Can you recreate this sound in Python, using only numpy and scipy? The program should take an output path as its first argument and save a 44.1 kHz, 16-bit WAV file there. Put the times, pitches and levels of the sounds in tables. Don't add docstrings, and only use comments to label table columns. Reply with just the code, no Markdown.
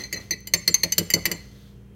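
import sys
import numpy as np
from scipy import signal
from scipy.fft import rfft, irfft
from scipy.io import wavfile

SR = 44100
rng = np.random.default_rng(int(sys.argv[2]) if len(sys.argv) > 2 else 0)


def digitize_waveform(pressure):
    field = np.atleast_2d(pressure).T
    bounded = np.clip(field, -1, 1)
    quanta = np.round(bounded * 32767).astype(np.int16)
    wavfile.write(sys.argv[1], SR, quanta)


N = 85995
LEVEL_S = 0.025


def amp(db):
    return 10 ** (np.asarray(db) / 20)


def evened(x):
    return x / np.sqrt(np.mean(x ** 2) + 1e-20)


def sized(x):
    return x / np.sqrt(np.sum(x ** 2) / (LEVEL_S * SR) + 1e-20)


def read(points, hz):
    table_hz, value = np.transpose(points)
    return np.interp(np.log(hz + 1), np.log(table_hz + 1), value)


def level_curve(points):
    return amp(np.interp(np.arange(N) / SR, *np.transpose(points)))


def add(mix, s, sound):
    part = mix[max(round(s * SR), 0):][:len(sound)]
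    part += sound[:len(part)]


def colour(x, points):
    hz = np.fft.rfftfreq(len(x), 1 / SR)
    return irfft(rfft(x) * amp(read(points, hz)), len(x))


def fade(x, t60s):
    hz, t, bands = signal.stft(x, SR, nperseg=128)
    decay = amp(-60 * t / read(t60s, hz)[:, None])
    return signal.istft(bands * decay, SR, nperseg=128)[1][:len(x)]


def ring(modes, rise_s, pitch=1):
    t = np.arange(SR // 2) / SR
    waves = np.zeros(len(t))
    for hz, db, t60 in modes:
        decay = np.exp(-np.log(1000) * t / t60)
        waves += amp(db) * decay * np.sin(2 * np.pi * (hz * pitch * t + rng.random()))
    return sized(waves * (1 - np.exp(-t / rise_s)))


# (time [s], low glass level [dB], middle glass level [dB], high glass level [dB], spoon level [dB],
#  crack level [dB], thud level [dB], middle pitch [ratio], high pitch [ratio]); levels before part trims
KNOCKS = [(0.0365, -53.5, -33.5, -38.5, -56, -58.5, -55, .985, 1.003),
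          (0.1266, -32.5, -31, -30.5, -37, -34.5, -38.5, 1.07, 1.05),
          (0.3078, -29.5, -26.5, -21.5, -46, -32.5, -38, 1.03, .98),
          (0.4717, -50, -41.5, -40.5, -40, -40.5, -55.5, 1.0, .98),
          (.5368, -26, -18.5, -16, -36, -20, -32.5, 1.027, 1.006),
          (0.6767, -26.5, -14, -24, -40.5, -22, -33, 1.015, 0.97),
          (.7422, -32.5, -20, -12, -39, -23.5, -54.5, 1.016, 1.007),
          (.8335, -28.5, -18, -21.5, -40.5, -23.5, -31.5, 1.015, .998),
          (.9215, -41.5, -29, -19, -30, -31, -61.5, 1.045, 0.99),
          (0.9808, -34.5, -22, -24.5, -24, -18.5, -25.5, 1.025, .98),
          (1.1021, -34, -54, -36.5, -29, -30, -53, 0.88, 1),
          (1.137, -29, -16, -17, -25.5, -22.5, -26, 1.046, 0.99),
          (1.2543, -22, -27, -28, -29, -21.5, -36, 1.04, 0.96),
          (1.3145, -30, -33, -33, -32, -30.5, -34.5, 1.02, .99)]
# (frequency before the pitch ratio [Hz], relative level [dB], t60 [s])
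GLASS = [
    [(1945.5, 1.5, 0.038), (2044.4, 4.5, 0.037), (2336, -8.5, 0.07), (2633, -14.5, .09)],
    [(4246.5, 4.5, .054), (4210, -5, 0.029), (4617, -4.5, 0.05)],
    [(6180, -0.5, 0.021), (6255, 7.5, .05)],
]
# (relative level [dB], t60 [s])
SPOON_HZ = [2974, 4738, 7326, 8700, 9730, 12868, 13492]
SPOON_RINGS = [(-4.5, 0.11), (4.5, 0.065), (3.5, 0.076), (-2, 0.029), (-3, .045), (4.5, .045), (6, 0.029)]
# (frequency [Hz], relative level [dB], t60 [s])
THUD = [(95.2, -9.5, .38), (171.7, -1, 0.25), (297, -11, 0.039), (334, -1, 0.14), (418.2, -1, 0.09),
        (580, 1, 0.074)]
GLASS_DB, SPOON_DB, CRACK_DB, THUD_DB = -3.5, 1.4, -2.5, -0.5
RING_RISE_S, CRACK_RISE_S, THUD_RISE_S = 0.0011, 0.0005, 0.0053


def knocks():
    out = np.zeros(N)
    spoon = [(hz, db, t60) for hz, (db, t60) in zip(SPOON_HZ, SPOON_RINGS)]
    for s, low, middle, high, spoon_db, crack_db, thud_db, middle_pitch, high_pitch in KNOCKS:
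        for note, db, pitch in zip(GLASS, (low, middle, high), (1, middle_pitch, high_pitch)):
            add(out, s, amp(GLASS_DB + db) * ring(note, RING_RISE_S, pitch))
        add(out, s, amp(CRACK_DB + crack_db) * crack())
        add(out, s, amp(SPOON_DB + spoon_db) * ring(spoon, CRACK_RISE_S))
        add(out, s, amp(THUD_DB + thud_db) * ring(THUD, THUD_RISE_S))
    return out


# (frequency [Hz], relative density [dB per Hz])
CRACK = [(150, -8.5), (600, -13), (800, -12.5), (1100, -8.5), (1550, -15), (2000, 8.5), (2600, -2.5),
         (3600, -8), (4700, 2.5), (5500, -1.5), (6400, -3.5), (8000, -7), (10500, -5), (12200, -2),
         (13400, 4), (14500, -1), (15600, -10), (16500, -18.5)]
# (frequency [Hz], t60 [s])
CRACK_T60 = [(200, 0.091), (1000, 0.075), (4000, .055), (8000, .042), (15000, .037)]
# (delay [s], relative level [dB])
ECHOES = [(.0019, -16), (.0037, -14), (.0058, -15), (.0083, -12)]
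CRACK_PATCH_DB, CRACK_PATCH_HZ = 3, 258.9


def crack():
    t = np.arange(SR // 2) / SR
    hz = np.arange(0, SR / 2, CRACK_PATCH_HZ)
    patches = np.column_stack([hz, CRACK_PATCH_DB * rng.standard_normal(len(hz))])
    noise = colour(colour(rng.standard_normal(len(t)), CRACK), patches)
    burst = fade(noise, CRACK_T60) * (1 - np.exp(-t / CRACK_RISE_S))
    out = burst.copy()
    for delay, db in ECHOES:
        add(out, delay, amp(db) * burst)
    return sized(out)


# (start [s], length [s], level before the voice levels [dB])
DRAGS = [(0.0, 0.02, -40), (0.039, 0.016, -41.5), (0.133, .014, -34), (.158, 0.017, -35),
         (0.199, .012, -46.5), (0.319, 0.017, -31)]
DRAG_NOTES_DB = [-1.5, -1, -3.5]
# (start [s], length [s], level [dB])
SINGS = [(0.559, 0.041, -39.5), (0.695, 0.042, -38.5), (1.327, 0.039, -48)]
SLIPS_PER_S, DRAG_HISS_DB, SING_HZ = 1300, -14.5, 7310


def drags():
    out = np.zeros(N)
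    for s, length, db in DRAGS:
        count = int(length * SR) + 1
        voices = [(note_db, ring(note, RING_RISE_S, pitch=0.98)) for note, note_db in zip(GLASS, DRAG_NOTES_DB)]
        voices.append((DRAG_HISS_DB, crack()))
        for voice_db, voice in voices:
            slips = rng.standard_normal(count) * (rng.random(count) < SLIPS_PER_S / SR)
            strength = amp(db + voice_db) * np.sqrt(length / LEVEL_S)
            add(out, s, strength * sized(signal.fftconvolve(slips, voice)))
    for s, length, db in SINGS:
        t = np.arange(0, length, 1 / SR)
        swell = np.sin(np.pi * t / length)
        add(out, s, amp(db) * evened(swell * np.sin(2 * np.pi * SING_HZ * t)))
    return out


# (time [s], level [dB])
GRAZE_LEVEL = [(0, -41), (.2, -59), (.42, -62), (.5, -63), (.62, -51.5), (1.2, -58), (1.36, -45.5),
               (1.5, -62), (1.95, -88.5)]
# (time [s], level [dB])
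SEED_TICKS = [(0.163, -59), (.405, -58)]
# (frequency [Hz], relative density [dB per Hz])
SEED = [(2000, -23), (6000, -10.5), (12000, -8.5), (15000, -1.5), (16500, -8.5)]
SEED_DECAY_S = 0.002


def graze():
    t = np.arange(N) / SR
    notes = sum(amp(db) * ring(note, RING_RISE_S) for note, db in zip(GLASS, DRAG_NOTES_DB))
    murmur = irfft(rfft(rng.standard_normal(N)) * rfft(notes, N), N)
    out = evened(murmur) * level_curve(GRAZE_LEVEL)
    for s, db in SEED_TICKS:
        snap = colour(rng.standard_normal(N), SEED) * np.exp(-t / SEED_DECAY_S)
        add(out, s, amp(db) * sized(snap))
    return out


# (time [s], level [dB])
SWIRL_LEVEL = [(0, -40.5), (.1, -57.5), (.22, -49.5), (.48, -80), (.6, -59), (1.2, -51), (1.38, -52.5),
               (1.66, -63), (1.74, -66), (1.95, -79.5)]
# (frequency [Hz], relative density [dB per Hz])
SWIRL = [(150, 6.5), (450, 5.5), (800, -5.5), (1500, -6.5), (2200, -13.5), (2900, -5), (3700, -7),
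         (6000, -8), (9000, -17), (14000, -15), (16500, -20)]
# (start [s], length [s], level [dB])
SLOPS = [(0.14, .08, -46), (0.998, 0.027, -42), (1.149, 0.054, -37), (1.272, .09, -40.5)]
# (frequency [Hz], relative density [dB per Hz])
SLOP = [(50, -17.5), (110, 4), (200, 2), (500, -2), (750, -9.5), (1200, -11.5), (2500, -27), (8000, -57)]
# (start [s], length [s])
WHIRL = (1.47, .3)
# (frequency [Hz], relative density [dB per Hz])
WHIRL_COLOUR = [(500, -29.5), (1700, -1), (2700, -14), (3400, 5), (3900, 1), (4500, -3), (8000, -14.5),
                (15000, -10)]
GRAINS_PER_S, GRAIN_SPREAD_DB, WHIRL_DB = 14000, 1.5, -64


def water():
    hits = rng.random(N) < GRAINS_PER_S / SR
    grains = hits * rng.standard_normal(N) * amp(GRAIN_SPREAD_DB * rng.exponential(1, N))
    out = evened(colour(grains, SWIRL)) * level_curve(SWIRL_LEVEL)
    for s, length, db in SLOPS:
        add(out, s, surge(length, db, SLOP))
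    start, length = WHIRL
    add(out, start, surge(length, WHIRL_DB, WHIRL_COLOUR))
    return out


def surge(length, db, spectrum):
    swell = np.sqrt(np.hanning(int(length * SR)))
    noise = colour(rng.standard_normal(N), spectrum)[:len(swell)]
    return amp(db) * evened(noise * swell)


BUBBLE_HZ, BUBBLE_SPREAD = 340, 1.8
BUBBLE_CYCLES, BUBBLE_GLIDE = 1.7, 0.02
WAKE_S, BUBBLE_DB = 0.035, -13


def bubbles(count=5):
    out, t = np.zeros(N), np.arange(SR // 6) / SR
    for s, *_, thud_db, _, _ in KNOCKS:
        for when, size in rng.random((count, 2)):
            cycles = BUBBLE_HZ * BUBBLE_SPREAD ** (2 * size - 1) * t
            phase = cycles * (1 + BUBBLE_GLIDE * cycles / BUBBLE_CYCLES)
            envelope = np.exp(-cycles / BUBBLE_CYCLES) * (1 - np.exp(-cycles))
            pop = np.sin(2 * np.pi * phase) * envelope
            add(out, s + when * WAKE_S, amp(BUBBLE_DB + thud_db) * sized(pop))
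    return out


# (frequency [Hz], t60 [s])
ROOM_T60 = [(150, 0.39), (700, 0.22), (2000, 0.41), (5000, .52), (8000, 0.34), (14000, .33)]
# (frequency [Hz], level [dB])
ROOM_DB = [(100, -20.5), (700, -7.5), (2000, -13), (4500, -20.5), (6500, -19.5), (9000, -17), (14000, -24)]
ROOM_DELAY_S = 0.008


def kitchen(x):
    tail = fade(rng.standard_normal(SR), ROOM_T60)
    sent = colour(np.pad(x, (0, SR // 4)), ROOM_DB)
    out = np.zeros(N)
    add(out, ROOM_DELAY_S, signal.fftconvolve(sent, tail / np.linalg.norm(tail)))
    return out


# (frequency [Hz], level [dB])
HUM = [(59.2, -52), (118.4, -53.5), (199.2, -52.5), (398.4, -65.5), (468.3, -67), (3170, -78.5)]
# (frequency [Hz], relative density [dB per Hz])
AIR = [(15, -41), (30, -25.5), (48, 1.5), (75, -3), (150, -0.5), (200, -15.5), (260, -9.5), (400, -14),
       (700, -27), (2800, -32.5), (4000, -42.5), (16000, -45.5)]
AIR_DB = -51


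def background():
    t = np.arange(N) / SR
    hum = np.zeros(N)
    for hz, db in HUM:
        hum += amp(db) * np.sqrt(2) * np.sin(2 * np.pi * (hz * t + rng.random()))
    air = amp(AIR_DB) * evened(colour(rng.standard_normal(N), AIR))
    return hum + air


def scene():
    jar = knocks() + drags() + graze() + water() + bubbles()
    return (jar + kitchen(jar) + background())[None]


BASS_CUT_HZ, EDGE_HZ = 31, 16300


def record(dry):
    bass_cut = signal.butter(3, BASS_CUT_HZ, "high", fs=SR, output="sos")
    thinned = signal.sosfilt(bass_cut, dry)
    band_edge = signal.firwin(255, EDGE_HZ, window=("kaiser", 9), fs=SR)
    return signal.oaconvolve(thinned, band_edge[None], "same")


dry = scene()
out = record(dry)
digitize_waveform(out)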